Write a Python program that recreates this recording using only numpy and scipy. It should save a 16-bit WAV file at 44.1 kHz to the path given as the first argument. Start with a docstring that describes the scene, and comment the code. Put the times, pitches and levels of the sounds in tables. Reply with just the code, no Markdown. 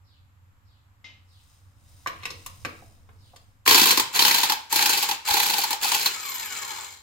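"""A corded electric impact gun loosens a wheel nut in an open garage, close to a phone's two microphones.
The socket is knocked and scraped onto the nut; then five trigger pulls bring runs of cracking hammer blows.
Nut squawks, wheel thuds and socket chatter join the blows, and the whining geared motor at last coasts down.
Noise bursts, ringing modes and gliding tones make the work, and quick reflections and a tail place it in the
garage. Behind are a tool's clink, clothes, handling rumble, a far bird, workshop air, hum, drone and hiss."""
import sys
import numpy as np
from scipy import signal
from scipy.fft import rfft, irfft
from scipy.io import wavfile
from scipy.ndimage import uniform_filter1d

SR = 44100
rng = np.random.default_rng(int(sys.argv[2]) if len(sys.argv) > 2 else 0)


def materialize(psi):
    """Save the field psi as 16-bit PCM at rate SR to the path in sys.argv[1].

    A 1-D psi becomes a single channel; in a 2-D psi each row is a channel.
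    """
    bounded = np.clip(np.atleast_2d(psi).T, -1, 1)
    quanta = np.round(bounded * 32767).astype(np.int16)
    wavfile.write(sys.argv[1], SR, quanta)


N = 309582
TIME = np.arange(N) / SR  # s

# Runs of hammer blows: (first [s], last [s], number of blows, gap at full speed [s], first blow [dB],
# rebound relative to its blow [dB], squawk [dB])
BLOW_RUNS = [(3.676, 3.974, 8, 0.034, 2, -5.5, -21.5), (4.192, 4.497, 9, 0.029, -0.5, -11, -23.5),
             (4.726, 5.089, 10, .0328, -2.5, -11, -28.5), (5.3086, 5.706, 11, .0303, -3.7, -18, -25.5)]
# Lone blows as the hammer takes up slack or catches on the freed nut: (time [s], level [dB], squawk [dB])
LONE_BLOWS = [(3.662, -7.5, -23.5), (5.285, -20, -20.5), (5.8435, -9.5, -22.5), (5.9184, -3, -23.5),
              (5.9472, -7, -25.5), (6.059, -3.5, -34), (6.3951, -23, -43)]
# Trigger pulls, the nut braking the motor until it is free: (on [s], off [s], run-down [s], chatter [dB])
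TRIGGER_PULLS = [(3.654, 3.92, 0.14, -17), (4.125, 4.446, 0.11, -23.5), (4.694, 5.034, 0.14, -25.5),
                 (5.245, 5.639, .15, -25.5), (5.797, 6.065, 0.97, -26)]
# Steel of socket and nut, spectrum: (frequency [Hz], density [dB per Hz])
STEEL_SPECTRUM = [(60, -44), (150, -22.5), (400, -11.5), (620, -14.5), (900, -1.5), (1250, -6), (1600, -8),
                  (2500, 0.5), (3600, 0), (4800, 1), (6000, -4), (7500, -4), (9300, -8.5), (12500, -4.5)]
# Socket resonances: (frequency [Hz], width [Hz], lift [dB])
SOCKET_RESONANCES = [(1590, 97, 9.5), (2880, 175, -12.5), (3007, 61, 5.5), (4100, 96, 5.5)]
# Where the colour of a crack changes from blow to blow: (frequency [Hz])
GRIP_POINTS = [700, 1400, 2400, 3400, 5000, 8000, 13000]
# Wheel thud, spectrum: (frequency [Hz], density [dB per Hz])
THUD_SPECTRUM = [(40, -51), (110, 1), (200, 0.5), (340, 7), (480, 6), (700, -15), (2000, -41)]
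# Gear whine: (multiple of the mesh rate, level [dB])
WHINE_LINES = [(1, 0), (1.5, -8), (2, 1), (2.5, -8), (3, 1), (4, -1), (5, -5), (7, -7)]
# Motor case, spectrum: (frequency [Hz], density [dB per Hz])
CASE_SPECTRUM = [(60, -35), (250, -18), (430, -10.5), (650, -18), (900, -0.5), (1200, -7), (1800, -7),
                 (2400, -10), (3300, -4), (5000, -8), (7500, -15), (9000, -13.5)]
# Motor case resonances: (frequency [Hz], width [Hz], lift [dB])
CASE_RESONANCES = [(2250, 290, 9.1), (4200, 320, 6.4), (7160, 910, 15.2), (12000, 290, 3.8)]
# A dry bearing in the freewheeling motor: (time [s], level [dB])
BEARING_SQUEAL = [(6.1, -72), (6.22, -37), (6.3, -31), (6.41, -38.5), (6.55, -46), (6.9, -63)]
# The socket knocks on nut and rim: (time [s], level [dB], centre of its colour [Hz], spread [octaves],
# wheel thud [dB])
SOCKET_KNOCKS = [(2.061, -21, 1260, 0.55, -44), (2.072, -25, 2100, 1.9, -44),
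                 (2.233, -31.5, 2370, 0.71, -52), (2.254, -22, 2520, 1.16, -46),
                 (2.304, -29, 4170, 0.63, -40), (2.462, -28, 6000, 2.4, -68),
                 (2.649, -22.5, 1530, 2.26, -31), (2.82, -47, 734, 0.25, -55), (3.09, -47, 1000, 1.2, -61),
                 (3.334, -46.5, 770, 0.42, -64), (3.361, -42, 4300, 1.1, -63)]
# Ringing of the wheel rim: (frequency [Hz], level [dB], t60 [s])
RIM_RINGS = [(542, -25, 0.51), (1044, -0.5, 0.073), (1113, 4.5, 0.065), (1172, -2.5, 0.066),
             (12000, -12, 0.17)]
# Ringing of the clinking tool: (frequency [Hz], level [dB], t60 [s])
TOOL_RINGS = [(2096, 16, 0.093), (2500, 0, 0.16), (2993, 2.5, 0.26), (4700, -11, 0.46), (5740, -19, 0.34),
              (7300, -16, 0.5)]
# The mechanic shifts and his clothes rustle: (middle [s], half length [s], level [dB])
CLOTH_MOVES = [(1.482, .18, -63.5), (1.973, 0.17, -60), (2.4, 0.22, -56), (2.754, 0.23, -59.5),
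               (3.334, 0.2, -66)]
# Cloth, spectrum: (frequency [Hz], density [dB per Hz])
CLOTH_SPECTRUM = [(200, -49), (700, 2.5), (1500, -3.5), (4000, 1), (8000, 2), (15000, -2.5)]
# Rumble of the gun being shifted: (time [s], level [dB])
HANDLING_RUMBLE = [(1.5, -60), (1.95, -54), (2.3, -51.5), (2.9, -50.5), (3.6, -59), (4.2, -65)]
# Far bird calls: (time [s], level [dB])
BIRD_CALLS = [(0.036, -62), (0.639, -65.5), (1.269, -60), (3.17, -60)]
# Workshop air, spectrum: (frequency [Hz], density [dB per Hz])
AIR_SPECTRUM = [(15, -55), (25, -11), (107, 3), (297, -56), (368, -42.5), (582, -53), (722, -17.5),
                (826, -14.5), (1140, -13), (2850, -24.5), (15500, -44)]
# Faint hiss, spectrum: (frequency [Hz], density [dB per Hz])
HISS_SPECTRUM = [(300, -18), (2500, 1), (6000, -4), (7500, 7), (9000, -10), (13000, 5), (16000, -13)]

STALL_POWER, STALL_DB = 5, -4.5  # how late in a run the hammer slows, and how much weaker its last blow is
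REBOUND_S = 0.015  # the hammer falls back on the anvil
LAST_REBOUND_S, LAST_REBOUND_DB = 0.023, -1  # after the last blow of a run, relative to it
END_SQUAWK_DB = 4  # added to the first and last squawk of a run
SCATTER_DB = 0.97  # from blow to blow
BUMP_S = 5.309  # the gun kicks against the wheel
COAST_POWER = 1.15  # drag brakes the motor hardest at speed
SCRAPE_S, SCRAPE_RISE_S, SCRAPE_FALL_S, SCRAPE_DB = 2.266, 0.065, 0.017, -47
CLINK_S = 1.043
AIR_DB = -65.5
TOP_HZ = 15850  # upper edge of the phone's sound


def undb(db):
    """Decibels to gain."""
    return 10 ** (np.asarray(db) / 20)


def unit(x):
    """Scale to rms 1."""
    return x / np.sqrt(np.mean(x ** 2) + 1e-18)


def curve(rows, axis=1):
    """One column of a table, joined by straight lines in time."""
    rows = np.array(rows)
    return np.interp(TIME, rows[:, 0], rows[:, axis])


def noise(size=N):
    """White noise."""
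    return rng.standard_normal(size)


def walk(rate):
    """Slow chance with rms 1, drawn anew at about this rate in Hz and smoothed."""
    hold = max(int(SR / rate), 1)
    steps = np.repeat(noise(N // hold + 1), hold)
    return unit(uniform_filter1d(steps, hold)[:N])


def tone(hz):
    """Sine that follows a moving frequency."""
    return np.sin(2 * np.pi * np.cumsum(hz) / SR)


def fade(t60, size=SR // 2):
    """Exponential decay from 1 that falls 60 dB in t60 seconds."""
    return undb(-60 * TIME[:size] / t60)


def add(track, s, sound):
    """Mix a sound into a track at time s."""
    start = int(s * SR)
    track[start:start + len(sound)] += sound[:N - start]


def colour(x, points, modes=(), size=4096):
    """Causal filter of unit power: a smooth spectrum lifted or cut by resonances."""
    f = np.arange(size // 2 + 1) * SR / size + 1  # 1 Hz up, to keep the logarithm finite
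    hz, db = np.transpose(points)
    gain = undb(np.interp(np.log(f), np.log(hz), db))
    for centre, width, lift in modes:
        gain = gain * (1 + (undb(lift) - 1) / np.hypot(1, 2 * (f - centre) / width) ** 2)
    # folding the cepstrum gives minimum phase, so the response starts at once
    cepstrum = irfft(np.log(gain + 1e-9))[:size // 2]
    cepstrum[0] = 0
    response = irfft(np.exp(rfft(2 * cepstrum, size)))
    return signal.fftconvolve(x, response / np.linalg.norm(response))[:len(x)]


def ring(modes):
    """Struck modes decay as sines, each with a slightly different strength every time."""
    out = 0
    for hz, db, t60 in modes:
        strength = undb(db + noise(size=1))
        out = out + strength * fade(t60) * np.sin(2 * np.pi * hz * TIME[:SR // 2])
    return out


def burst(t60):
    """A contact: a dense crack that dies away."""
    return noise(SR // 2) * fade(t60)


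def rattle(rate, spread_db, t60):
    """Random small contacts of uneven strength, rate per second, rms 1."""
    hits = rng.random(N) < rate / SR
    power = hits * undb(spread_db * np.clip(noise(), -2, 2)) ** 2
    envelope = np.sqrt(np.abs(signal.fftconvolve(power, fade(t60) ** 2)[:N]))
    return unit(noise() * envelope)


def strokes():
    """Rows (time [s], blow [dB], squawk [dB]): gaps stretch and blows weaken as the motor stalls; each rebounds."""
    rows = list(LONE_BLOWS)
    for first, last, number, gap, db, rebound_db, squawk_db in BLOW_RUNS:
        progress = np.linspace(0, 1, int(round(number)))
        even = first + gap * np.arange(len(progress))
        times = even + (last - even[-1]) * progress ** STALL_POWER
        blows = db + STALL_DB * progress + SCATTER_DB * noise(len(progress))
        ends = (2 * progress - 1) ** 2  # 1 at both ends of the run, 0 in its middle
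        squawks = squawk_db + END_SQUAWK_DB * ends + SCATTER_DB * noise(len(progress))
        run = np.c_[times, blows, squawks]
        rows += [*run]
        rows += [*(run[:-1] + [REBOUND_S, rebound_db, rebound_db])]
        rows += [run[-1] + [LAST_REBOUND_S, LAST_REBOUND_DB, LAST_REBOUND_DB]]
    return rows


def hammer(blows, crack_db=-8, ring_db=-22.0, grip_db=2.8):
    """Blows crack as noise through anvil and socket, each coloured by its grip, and set the socket ringing."""
    cracks, rings = np.zeros((2, N))
    for s, db, _ in blows:
        grip = noise(size=2)  # the socket sits differently on the nut every time
        tint = np.c_[GRIP_POINTS, grip_db * noise(len(GRIP_POINTS))]
        crack = colour(burst(0.028)[:SR // 20], tint, size=256)
        add(cracks, s, undb(db + crack_db) * crack)
        socket = ring([(4190 + 50 * grip[1], 0, 0.06)])
        add(rings, s, undb(db + ring_db + 4 * grip[0]) * socket)
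    return colour(cracks, STEEL_SPECTRUM, SOCKET_RESONANCES) + rings


def thread(blows, start_hz=1040, end_hz=760, glide_s=0.0085, squawk_db=-1):
    """At each blow the nut slips in its dry thread: a short rough squawk that falls as the nut slows."""
    out, t = np.zeros(N), TIME[:SR // 50]
    swell = np.sin(np.pi * np.sqrt(t / t[-1]))
    for s, _, db in blows:
        glide = end_hz + (start_hz - end_hz) * np.exp(-t / glide_s)
        hz = glide * (1 + 0.02 * noise(size=1))
        tight = np.interp(s, [3.9, 4.8], [1.14, 1])  # the tight nut sings higher
        jitter = 1 + 0.035 * unit(uniform_filter1d(noise(len(t)), size=40))
        add(out, s, undb(db + squawk_db) * swell * tone(hz * tight * jitter))
    return out


def wheel(blows, thud_db=-37, thud_t60=0.056, tight_db=8.0, bump_db=-22, bump_hz=62):
    """The wheel thuds under the blows, most while the nut is tight, and booms once as the gun kicks."""
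    thuds, boom = np.zeros((2, N))
    for s, db, _ in blows:
        tight = np.interp(s, [4, 4.3], [tight_db, 0])
        add(thuds, s, undb(db + thud_db + tight) * burst(thud_t60))
    add(boom, BUMP_S, undb(bump_db) * fade(0.017) * np.sin(2 * np.pi * bump_hz * TIME[:SR // 2]))
    return colour(thuds, THUD_SPECTRUM) + boom


def chatter(blows, attack_s=0.03, rise_db=26, sag_db=4, release_db_per_s=290, shake_db=-17, shake_t60=0.084):
    """The socket rattles on the flats of the nut while the trigger is held; every blow shakes it further."""
    power = np.zeros(N)
    for on, off, _, db in TRIGGER_PULLS:
        held = np.interp(TIME, [on, on + attack_s, off], [db - rise_db, db, db - sag_db])
        release = release_db_per_s * np.maximum(TIME - off, 0)
        power += (TIME > on) * undb(held - release) ** 2
    for s, db, _ in blows:
        add(power, s, (undb(db + shake_db) * fade(shake_t60)) ** 2)
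    contacts = rattle(rate=900, spread_db=6.0, t60=0.0057)
    return np.sqrt(power) * colour(contacts, STEEL_SPECTRUM, SOCKET_RESONANCES)


def motor(top_hz=1510, spin_up_s=0.043, full_hz=330, motor_db=-34.0):
    """Gear whine and brush rattle follow the motor's speed, throbbing with each turn; a bearing squeals late."""
    mesh_hz = np.zeros(N)
    for on, off, run_down, _ in TRIGGER_PULLS:
        spin_up = 1 - np.exp(-np.maximum(TIME - on, 0) / spin_up_s)
        coast = np.clip(1 - (TIME - off) / run_down, 0, 1) ** COAST_POWER
        mesh_hz = np.maximum(mesh_hz, top_hz * spin_up * coast)
    phase = 2 * np.pi * np.cumsum(mesh_hz * (1 + 0.03 * walk(300))) / SR
    # backlash makes the teeth meet unevenly, so the whine is rough and broken
    whine = sum(undb(db + 3 * walk(60)) * np.sin(k * phase) for k, db in WHINE_LINES)
    whine_spectrum = [(100, -50), (650, -18), (950, 0), (1250, -1), (1700, -7), (2500, -5), (5000, -12)]
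    whine = unit(colour(whine, whine_spectrum))
    brushes = colour(rattle(rate=910, spread_db=4.5, t60=0.013), CASE_SPECTRUM, CASE_RESONANCES)
    throb = 1 + 0.25 * np.sin(phase / 36)  # once a turn of the hammer
    running = throb * (brushes + undb(-10.5) * whine)
    squeal_level = (mesh_hz > 0) * undb(curve(BEARING_SQUEAL) + 3 * walk(40))
    squeal_throb = 1 + 0.7 * np.sin(phase / 50)
    squeal = squeal_level * squeal_throb * tone(12090 + 170 * walk(900))
    return undb(motor_db) * np.tanh(mesh_hz / full_hz) * running + squeal


def seating(knock_t60=0.044, rim_db=-15, thud_t60=0.1):
    """The socket feels its way onto the nut: noise knocks ring the rim in proportion and thud in the wheel."""
    out, octaves = np.zeros(N), np.linspace(np.log2(100), np.log2(16000), num=24)
    for s, db, hz, spread, thud_db in SOCKET_KNOCKS:
        distance = octaves - np.log2(hz)
        above = np.maximum(distance, 0)  # the contact time rounds off the treble
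        shape = -20 * np.log10(1 + (distance / spread) ** 2) - 2.0 * above ** 2
        knock = colour(burst(knock_t60), np.c_[2 ** octaves, shape])
        add(out, s, undb(db) * (knock + undb(rim_db) * ring(RIM_RINGS)))
        add(out, s, undb(thud_db) * colour(burst(thud_t60), THUD_SPECTRUM))
    return out


def scrape():
    """Steel drags on steel in a grainy swell that breaks off as the socket drops on."""
    swell = np.exp(-np.maximum((SCRAPE_S - TIME) / SCRAPE_RISE_S, (TIME - SCRAPE_S) / SCRAPE_FALL_S))
    grains = rattle(rate=380, spread_db=3, t60=0.012)
    spectrum = [(500, -16), (1200, -8), (1800, -3), (3200, 0), (5000, -14), (9000, -26)]
    return undb(SCRAPE_DB) * swell * colour(grains, spectrum)


def mechanic(clink_db=-53, tick_db=-45, tick_t60=0.37):
    """A steel tool clinks on the lift arm, clothes rustle, the heavy gun rumbles in the hands."""
    motion = sum(undb(db) * np.exp(-((TIME - s) / half) ** 2) for s, half, db in CLOTH_MOVES)
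    cloth = colour(rattle(rate=2500, spread_db=3, t60=0.003), CLOTH_SPECTRUM)
    out = motion * undb(0.46 * walk(25.4)) * cloth
    add(out, CLINK_S, undb(clink_db) * ring(TOOL_RINGS))
    tick_spectrum = [(1500, -8.5), (2400, 2.5), (3600, 1.0), (6500, -13), (9000, -35)]
    add(out, CLINK_S, undb(tick_db) * colour(burst(tick_t60), tick_spectrum))
    rumble_spectrum = [(35, -2), (100, 2.0), (200, -18.5), (600, -26.5), (3000, -70)]
    rumble = colour(undb(curve(HANDLING_RUMBLE)) * noise(), rumble_spectrum)
    return out + rumble


def bird(start_hz=5000, end_hz=3000):
    """Falling, warbled tones from outside, smeared by the yard differently at each microphone."""
    out, t = np.zeros(N), TIME[:SR // 7]
    warble = 700 * np.sin(2 * np.pi * 38 * t)
    hz = start_hz + (end_hz - start_hz) * t / t[-1] + warble
    for s, db in BIRD_CALLS:
        add(out, s, undb(db) * np.sin(np.pi * t / t[-1]) ** 0.5 * tone(hz))
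    yards = [burst(0.5) for _ in range(2)]
    return np.array([signal.fftconvolve(out, yard / np.linalg.norm(yard))[:N] for yard in yards])


def diffuse(size, spacing=0.17):
    """Noise from all sides at two microphones (spacing in m): alike in the bass, unrelated in the treble."""
    alike = 0.9 * np.sinc(2 * np.fft.rfftfreq(size, 1 / SR) * spacing / 343)  # 343 m/s, speed of sound
    mid = irfft(rfft(noise(size)) * np.sqrt((1 + alike) / 2), size)
    side = irfft(rfft(noise(size)) * np.sqrt((1 - alike) / 2), size)
    return np.array([mid + side, mid - side])


def background(hum_hz=92.6, late_db=-12, hiss_db=-78, drone_hz=73, drone_db=-67):
    """Low workshop air and a wavering hum ease off towards the end; a steady drone and a faint hiss stay."""
    air = np.array([colour(side, AIR_SPECTRUM) for side in diffuse(N)])
    air = air * undb(AIR_DB + 0.5 * walk(2.8))
    hum = undb(-65 + 3 * walk(6)) * tone(hum_hz + 2 * walk(8))
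    drone = undb(drone_db) * np.sin(2 * np.pi * drone_hz * TIME)
    hiss = undb(hiss_db) * np.array([colour(side, HISS_SPECTRUM) for side in diffuse(N)])
    easing = undb(np.interp(TIME, [3.6, 6], [0, late_db]))
    return (air + hum) * easing + drone + hiss


def garage(x, lag_ms=0.04, direct_db=-5, near_db=-3, near_t60=0.036, hall_db=-8, low_t60=0.42, high_t60=0.17,
           size=SR):
    """Direct sound, quick reflections from car and floor, and a tail whose treble dies first."""
    near, tail = diffuse(size) * fade(near_t60, size), diffuse(size)
    lows = signal.sosfilt(signal.butter(1, 3500, fs=SR, output="sos"), tail)
    hall = lows * fade(low_t60, size) + 0.71 * (tail - lows) * fade(high_t60, size)
    hall = hall * (1 - fade(0.021, size))  # the tail builds up after the direct sound
    response = undb(near_db) * near / np.linalg.norm(near[0])
    response = response + undb(hall_db) * hall / np.linalg.norm(hall[0])
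    response[0, 0] += undb(direct_db)
    response[1, int(lag_ms * SR / 1000)] += undb(direct_db)  # later at the right microphone
    return signal.fftconvolve(x[None], response, axes=1)[:, :N]


def scene(left_db=0.27):
    """Each part of the work reaches the two microphones by its own paths; the left one is nearer."""
    blows = strokes()
    # two independent chatters, one arriving with the blows and one with the shorter lag
    steel = garage(hammer(blows), lag_ms=0.45) + garage(chatter(blows), lag_ms=0.45) + garage(chatter(blows))
    nut = garage(thread(blows) + wheel(blows), direct_db=-1.5, near_db=-2.5, hall_db=-11)
    work = steel + nut + garage(motor()) + garage(seating() + scrape()) + garage(mechanic())
    return work * undb([[left_db], [-left_db]]) + bird() + background()


def record(dry):
    """The phone clips at full scale and cuts the top."""
    steep = signal.firwin(401, TOP_HZ, fs=SR)
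    return signal.fftconvolve(np.clip(dry, -1, 1), steep[None], mode="same", axes=1)


dry = scene()
out = record(dry)
materialize(out)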